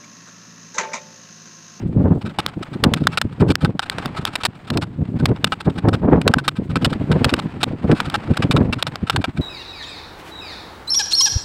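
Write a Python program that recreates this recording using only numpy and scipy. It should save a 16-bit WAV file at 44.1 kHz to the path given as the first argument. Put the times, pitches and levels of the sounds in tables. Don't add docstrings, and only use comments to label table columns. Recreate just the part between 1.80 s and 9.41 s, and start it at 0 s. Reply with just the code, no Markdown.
import sys
import numpy as np
from scipy import signal
from scipy.fft import rfft, irfft, next_fast_len
from scipy.io import wavfile
from scipy.ndimage import uniform_filter1d

SR = 44100
rng = np.random.default_rng(int(sys.argv[2]) if len(sys.argv) > 2 else 0)


def volts(x):
    e = np.asarray(x, float) / 20
    return 10 ** e


def store_wav(level_fs):
    pcm = np.round(np.clip(np.atleast_2d(level_fs), -1, 1) * 32767)
    wavfile.write(sys.argv[1], SR, pcm.T.astype(np.int16))


N = 335691


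def rms_one(x):
    return x / np.sqrt(np.mean(x ** 2) + 1e-20)


def in_time(rows):
    return np.interp(np.arange(N) / SR, *np.transpose(rows))


def drift(corner_hz):
    r = np.exp(-2 * np.pi * corner_hz / SR)
    wander = signal.lfilter([1], [1, -2 * r, r * r], rng.standard_normal(N + SR))
    return rms_one(wander[SR:])


def band(x, low_hz, high_hz):
    return signal.sosfilt(signal.butter(2, [low_hz, high_hz], "band", fs=SR, output="sos"), x)


def coloured(spectrum, source):
    hz, level_db = np.transpose(spectrum)
    size = next_fast_len(N)
    bins_hz = np.arange(size // 2 + 1) * SR / size + 1
    gain = volts(np.interp(np.log(bins_hz), np.log(hz), level_db))
    return rms_one(irfft(rfft(source, size) * gain, size)[:N])


def random_kicks(chance, spread_db):
    excess_db = spread_db * np.minimum(rng.exponential(1, N), 4)
    return (rng.random(N) < chance) * rng.choice([-1, 1], N) * volts(excess_db)


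# t/s, level/dB
BREEZE_CURVE = [(0.0, -23), (0.87, -37.5), (1.08, -25.5), (1.95, -36.5), (2.3, -31.5), (2.78, -40),
                (2.93, -30), (3.14, -28.5), (3.92, -31), (4.3, -24), (4.66, -29.5), (5.24, -26.5),
                (6.51, -33.5), (6.68, -34), (7.61, -33.5)]
# t/s, level/dB
THUMPS = [(0.03, -19), (0.059, -11.5), (0.093, -15.5), (0.149, -18.0), (0.169, -6.5), (0.206, -7.5),
          (0.252, -7), (0.277, -15), (0.315, -7), (0.353, -17.0), (0.374, -19.5), (0.458, -22.5),
          (0.59, -23.5), (0.771, -21.0), (0.808, -23), (0.956, -23.5), (1.044, -10.5), (1.063, -11.5),
          (1.087, -16.5), (1.122, -15.0), (1.149, -20.5), (1.163, -17.5), (1.216, -15), (1.451, -17.5),
          (1.473, -29), (1.621, -1.5), (1.648, -16.0), (1.668, -15.5), (1.701, -9.5), (1.836, -12.5),
          (1.876, -16), (1.891, -14.5), (1.952, -23), (2.259, -22), (2.39, -22), (2.682, -24.5),
          (2.913, -16.5), (2.93, -20.5), (2.959, -11.0), (2.981, -15), (3.187, -17.5), (3.215, -11.5),
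          (3.352, -18.5), (3.364, -19.5), (3.403, -16.5), (3.432, -11), (3.47, -21.0), (3.49, -12),
          (3.511, -9.5), (3.544, -24), (3.875, -10.5), (4.049, -10.5), (4.079, -8.5), (4.122, -17.5),
          (4.14, -15.5), (4.166, -22.5), (4.283, -8.5), (4.328, -6), (4.355, -13), (4.376, -12.5),
          (4.407, -16.5), (4.462, -9.5), (4.496, -14.5), (4.566, -13), (4.579, -20.5), (4.793, -15.5),
          (4.815, -19.5), (4.895, -19.5), (4.965, -12.5), (5.02, -12), (5.036, -17.5), (5.07, -13),
          (5.119, -15.5), (5.157, -16.5), (5.209, -15.5), (5.304, -10), (5.326, -12.5), (5.358, -9),
          (5.413, -14), (5.46, -10.5), (5.534, -12), (5.583, -19.5), (5.654, -20), (5.743, -25.5),
          (5.765, -20), (5.832, -22.5), (5.873, -18.5), (5.907, -20.5), (6.046, -13.5), (6.098, -6.5),
          (6.122, -6.5), (6.276, -19.5), (6.374, -22.5), (6.488, -22), (6.508, -10), (6.597, -16),
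          (6.648, -11), (6.7, -18.5), (6.745, -11.5), (6.779, -10.5), (6.811, -6), (6.833, -16),
          (6.852, -15.5), (6.88, -16.5), (6.892, -18), (6.928, -19), (6.97, -21), (7.231, -18),
          (7.345, -16.5), (7.386, -11), (7.486, -19.5), (7.593, -10.5)]
GUST_HOLD_S = 0.00801


def gusts():
    rise_db_per_s, fall_db_per_s = 1000, 800
    t = np.arange(N) / SR
    level_db = in_time(BREEZE_CURVE) + 3.84 * drift(25)
    for s, db in THUMPS:
        near = slice(max(0, int((s - 0.1) * SR)), int((s + 0.2) * SR))
        early_s = np.maximum(s - t[near], 0)
        late_s = np.maximum(t[near] - s - GUST_HOLD_S, 0)
        own_db = db - rise_db_per_s * early_s - fall_db_per_s * late_s
        level_db[near] = np.maximum(level_db[near], own_db)
    return level_db


# low f/Hz, high f/Hz, level/dB at a gust of -21 dB, slope/(dB per dB of gust)
BUFFET_BANDS = [(25, 40, -48.5, 1.5), (85.7, 190.6, -23, 1.2438), (133.7, 299, -25, 1.31),
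                (298, 459, -37.5, 2.5), (559, 976, -44, 2), (1160, 1760, -66, 3.5)]
# t/s, tilt/(dB per octave)
THUMP_TILT = [(0.05, -8.5), (0.25, -0.5), (1.1, 1.5), (1.45, -10), (1.65, -0.5), (2.95, 1), (3.2, -3.5),
              (3.9, 2), (4.35, 2.5), (4.9, -3), (5.35, 1), (6.1, 1), (6.6, -2.5), (6.85, 0.5), (7.5, -5)]


def wind():
    eddies_per_s, eddy_spread_db, eddy_share = 250.0, 4.5, 0.53
    core_db = 13.5
    evenness, even_s = 0.63, 0.012
    tilt = in_time(THUMP_TILT)
    gust_db = gusts() + 21.0 + 1.5 * drift(30.5)
    gust_db = np.minimum(gust_db, 5.0 + 0.5 * (gust_db - 5.0))
    jolts = random_kicks(eddies_per_s / SR, eddy_spread_db)
    cores = ((np.array(THUMPS)[:, 0] + GUST_HOLD_S / 2) * SR).astype(int)
    jolts[cores] += volts(core_db) * rng.choice([-1, 1], len(cores))
    swell_db = (gust_db + uniform_filter1d(gust_db, size=1500)) / 2
    base_hz = BUFFET_BANDS[1][0]
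    out = np.zeros(N)
    for low_hz, high_hz, band_db, slope in BUFFET_BANDS:
        push = np.sqrt(eddy_share) * rms_one(jolts) + np.sqrt(1 - eddy_share) * rng.standard_normal(N)
        lump = rms_one(band(band(push, low_hz, high_hz), low_hz / 2, 1.75 * high_hz))
        local_power = uniform_filter1d(lump ** 2, size=int(even_s * SR))
        lump = rms_one(lump / (local_power + 0.062) ** (evenness / 2))
        tilt_db = tilt * max(0, np.log2(low_hz / base_hz))
        drive_db = swell_db if low_hz > 2 * base_hz else gust_db
        out += lump * volts(band_db + slope * drive_db + tilt_db + 1.8 * drift(48))
    return out


def tearing():
    typical_fibres_per_s, spread_db, snap_share = 1200.0, 3, 0.46
    rate = typical_fibres_per_s * volts(6.0 * drift(60))
    snaps = random_kicks(rate / SR, spread_db)
    return np.sqrt(snap_share) * rms_one(snaps) + np.sqrt(1 - snap_share) * rng.standard_normal(N)


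# t/s, level/dB
SCRAPE_CURVE = [(0.0, -48.5), (0.4, -53.5), (0.65, -43), (1.18, -45), (2.03, -51), (2.18, -33.5),
                (2.61, -45), (3.14, -51.5), (3.62, -45.5), (4.26, -47), (4.51, -42.5), (4.77, -49.5),
                (5.36, -38), (5.51, -32.5), (5.81, -45.5), (6.29, -36), (6.72, -41.5), (7.61, -46.5)]
# f/Hz, level/dB per Hz
SCRAPE_SPECTRUM = [(350, -1), (600, -1), (768, 2), (1410, -3), (2540, -8), (4800, -21), (6100, -32.5),
                   (8270, -29), (10900, -44), (16000, -47)]


def scrape():
    return coloured(SCRAPE_SPECTRUM, tearing()) * volts(in_time(SCRAPE_CURVE) + 3.2 * drift(28))


# f/Hz, level/dB per Hz
RUSTLE_SPECTRUM = [(2000, -14), (3400, 0.5), (5900, -12.5), (8100, -5.5), (10900, -22.5), (16500, -12)]


def air():
    middle_db, follow_db_per_db, flicker_db = -69, 0.4, 4.5
    breeze_db = in_time(BREEZE_CURVE)
    swell_db = follow_db_per_db * (breeze_db - breeze_db.mean())
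    level_db = middle_db + swell_db + flicker_db * drift(15)
    return volts(level_db) * coloured(RUSTLE_SPECTRUM, rng.standard_normal(N))


# t/s, length/ms, level/dB
RING_SCRAPS = [(0.411, 19, -38), (0.453, 30, -34.5), (0.487, 25, -42), (0.677, 24, -37), (0.824, 15.8, -31),
               (0.929, 25, -37), (1.162, 33, -36.5), (1.199, 24, -42.5), (1.23, 26, -40.5),
               (1.319, 37, -32), (1.519, 25, -45.5), (1.5983, 27, -30.5), (1.681, 21, -30.5),
               (1.8073, 34, -31.5), (2.019, 26.4, -28.5), (2.055, 18, -39.5), (2.114, 20, -35),
               (2.214, 19, -41), (2.3623, 33, -28.5), (2.407, 22, -41), (2.461, 35, -29), (2.528, 22, -36),
               (2.6024, 25, -35.5), (2.747, 21, -47.5), (2.844, 17, -50), (2.871, 22.5, -37),
               (2.93, 25, -37), (3.0132, 31, -27), (3.389, 26, -36), (3.483, 14.5, -38.5),
               (3.561, 4.3, -39), (3.667, 14, -31.5), (3.802, 15.5, -28.5), (3.846, 28, -40),
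               (3.895, 14, -37.5), (3.953, 21, -44), (3.9762, 21, -31), (4.13, 26, -24), (4.508, 15, -41),
               (4.639, 33, -36), (4.755, 37, -38), (4.895, 28, -38.5), (5.013, 27, -34.5), (5.096, 22, -36),
               (5.1252, 14.5, -27.5), (5.562, 9.5, -35), (5.805, 27, -32), (6.149, 88, -33.5),
               (6.245, 41, -33), (6.4993, 28, -38.5), (6.532, 17.5, -38), (6.985, 24, -33.5),
               (7.267, 24, -35), (7.317, 43, -38), (7.41, 20, -36.5), (7.565, 26, -36.5)]
# t/s, length/ms, level/dB, fall/(dB per ms), wood trim/dB,
# brightness/(dB per octave of the steel)
CHISEL_BLOWS = [(0.586, 19.5, -18.5, 0.45, 14, 3.5), (0.6625, 3, -13, 4, -6, 11.5),
                (1.0377, 12.5, -5.5, 2, -17, 4.5), (1.1367, 12, -11, 3, -23, 9),
                (1.2698, 7.4, -3, 3, 11.5, 2.5), (1.3726, 14.7, -16.5, 0.5, 12.5, 5),
                (1.414, 11.6, -10, 3.5, 13, 5.5), (1.7013, 22, -21, 0.6, 13.5, 4),
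                (1.7543, 2.8, -5.5, 6, 0, 2.5), (1.8461, 22, -18.5, 1.5, 19, 2.5),
                (1.993, 13, -13, 2.5, 10, 1.5), (2.0974, 7.3, -12, 7.5, -1, 7),
                (2.1827, 17, -21, 2, 12, -0.5), (2.2573, 7.7, -19, 4, -16, 7),
                (2.4514, 3.4, -13.5, 2.5, -12, 11), (2.5537, 9.5, -18.5, 1, -20.5, 7.5),
                (2.634, 13, -19, 1, 0, 0), (2.6504, 18.3, -14, 0.9, -8, 9.5),
                (2.9011, 7.9, -20.5, 1, -17, 5), (2.9721, 12, -14, 3, -15, 5.5),
                (3.4555, 8.6, -7, 3.5, -11, 5), (3.6431, 7.4, -8, 2.6, 5, 7),
                (3.7203, 23, -20, 0.6, 14.5, -2.5), (4.085, 11, -20.5, 2, 13, 4),
                (4.4144, 9.2, -17.5, 3.5, -19, 0.5), (4.4772, 13, -8.5, 2.5, 5, 5.5),
                (4.5376, 6.7, -13.5, 2.5, 22, 7), (4.5834, 20, -20.5, 1.2, 19.5, 1),
                (4.6788, 14.7, -9.5, 1.3, 16.5, 5.5), (4.9563, 20, -17.5, 0.8, 14, -1.5),
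                (5.0453, 19, -11.5, 0.8, -8, 4), (5.3148, 16, -21, 0.66, 15, -0.5),
                (5.4437, 10.7, -8.5, 1.5, -4, 6), (5.4917, 16, -23, 0.3, 6, -3),
                (5.5379, 5.9, -10, 2, -8, 4), (5.589, 12.3, -24, 0, 8, -1.5),
                (5.8301, 13.2, -13.5, 0.5, 0, 5), (6.1139, 28, -19.5, 1.5, 11.5, 0),
                (6.2016, 11, -10, 3, 4, 0.5), (6.2984, 5.4, -21.5, 3.5, -15, 6),
                (6.3407, 22, -19.5, 0.37, 17.5, 0.5), (6.5696, 8.9, -19.5, 0.5, 5, 3.5),
                (6.6218, 20.6, -18, 0.5, 6.5, -3.5), (6.71, 20.5, -16.5, 0.8, -10, 4.5),
                (6.7636, 19, -12, 1.4, 12.5, -2.5), (6.9252, 20, -18.5, 0.56, 7, -1),
                (7.0248, 5.4, -11.5, 2, -20, 8), (7.0668, 18.7, -22.5, 0.45, 2, 1),
                (7.156, 7, -17.5, 5.5, -2, 2.5), (7.297, 12.4, -10, 1.35, 9, 3),
                (7.3608, 11.5, -10.5, 2, 10, 1.5), (7.4407, 18.4, -15.5, 1, 13.5, -2)]


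def snippets():
    rows = []
    for s, length_ms, db in RING_SCRAPS:
        rows.append((s, 0.38 * length_ms, length_ms, db, 0.72, 13, 0))
    for s, length_ms, db, *rest in CHISEL_BLOWS:
        rise_ms = 0.8 - 0.015 * db
        rows.append((s, rise_ms, length_ms, db, *rest))
    return rows


PIVOT_HZ = 3200


def ringing(modes, t, phase_s, draws, tilt_db):
    hz, width, level_db = np.transpose(modes)[:, :, None]
    chance_db = 4.5 * draws[:len(modes), None]
    strength = volts(level_db + chance_db + tilt_db * np.log2(hz / PIVOT_HZ))
    pitch = hz * (1 + 0.016 * draws[-len(modes):, None])
    decay = np.exp(-0.25 * (width - width.min()) * t)
    partials = strength * np.sin(2 * np.pi * pitch * (t + phase_s)) * decay
    return partials.sum(axis=0) / np.sqrt(np.sum(strength ** 2) / 2)


# f/Hz, width/Hz, level/dB before tilt
WOOD_MODES = [(826, 150, 0.5), (1305, 180, 6), (1534, 61, -0.5)]
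# f/Hz, width/Hz, level/dB before tilt
STEEL_MODES = [(2370, 54, 1.5), (2653, 48, -1.5), (2896, 40, -4.5), (3667, 94, 0), (4173, 97, -11.5),
               (5170, 660, -3.5)]
# f/Hz, level/dB per Hz
CRUNCH_SPECTRUM = [(290, -13), (500, -7), (1420, -1.5), (2130, -11), (3700, -7.5), (5240, -17),
                   (6230, -28.5), (8210, -20.5), (16000, -54.5)]


def blows():
    out = np.zeros(N + SR)
    crunch = coloured(CRUNCH_SPECTRUM, tearing())
    crunch_top = signal.sosfilt(signal.butter(1, PIVOT_HZ, "high", fs=SR, output="sos"), crunch)
    waver = volts(5.0 * drift(150))
    wood_waver = waver[::-1]
    sizzle = rms_one(band(rng.standard_normal(N), 5800, 21700))
    for s, rise_ms, length_ms, level_db, fall_db, wood_db, bright_db in snippets():
        draws = rng.standard_normal(40)
        first = round(s * SR)
        t = np.arange(round(length_ms * SR / 1000)) / SR
        here, ms = slice(first, first + len(t)), 1000 * t
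        hard = np.exp(-rise_ms / 2.7)
        soft = 1 - hard
        rise_db = -(9.2 + 41.0 * hard) * (1 - ms / rise_ms)
        shape_db = np.where(ms < rise_ms, rise_db, -fall_db * (ms - rise_ms))
        gate = np.clip((length_ms - ms) / 0.95, 0, 1)
        phase_s = 0.016 * soft

        steel = volts(-7.5) * ringing(STEEL_MODES, t, phase_s, draws[:20], bright_db) * waver[here]
        wood = volts(wood_db - 15.5) * ringing(WOOD_MODES, t, phase_s, draws[20:], tilt_db=2)
        wood = wood * volts(0.27 * fall_db * ms) * wood_waver[here]
        bite = crunch[here] + (volts(bright_db) - 1) * crunch_top[here]
        bite = volts(1.56 * soft) * bite / np.std(crunch[here])
        crack_db = 12.7 * hard * np.exp(-np.maximum(ms - rise_ms, 0) / 0.5)
        fizz = volts(-28.5 + 1.3 * bright_db + crack_db) * sizzle[here]
        out[here] += volts(level_db + shape_db) * gate * (steel + wood + bite + fizz)
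    return out[:N]


def scene():
    return (wind() + scrape() + air() + blows())[None]


def band_limit(x):
    return signal.sosfilt(signal.butter(12, 16950, fs=SR, output="sos"), x)


def record(dry):
    ceiling, cutoff_hz = 0.95, 16900
    rounded = ceiling * np.tanh(dry / ceiling)
    low_pass = signal.cheby2(10, 60, cutoff_hz, fs=SR, output="sos")
    mix = signal.sosfilt(low_pass, rounded)
    return band_limit(mix)


dry = scene()
out = record(dry)
store_wav(out)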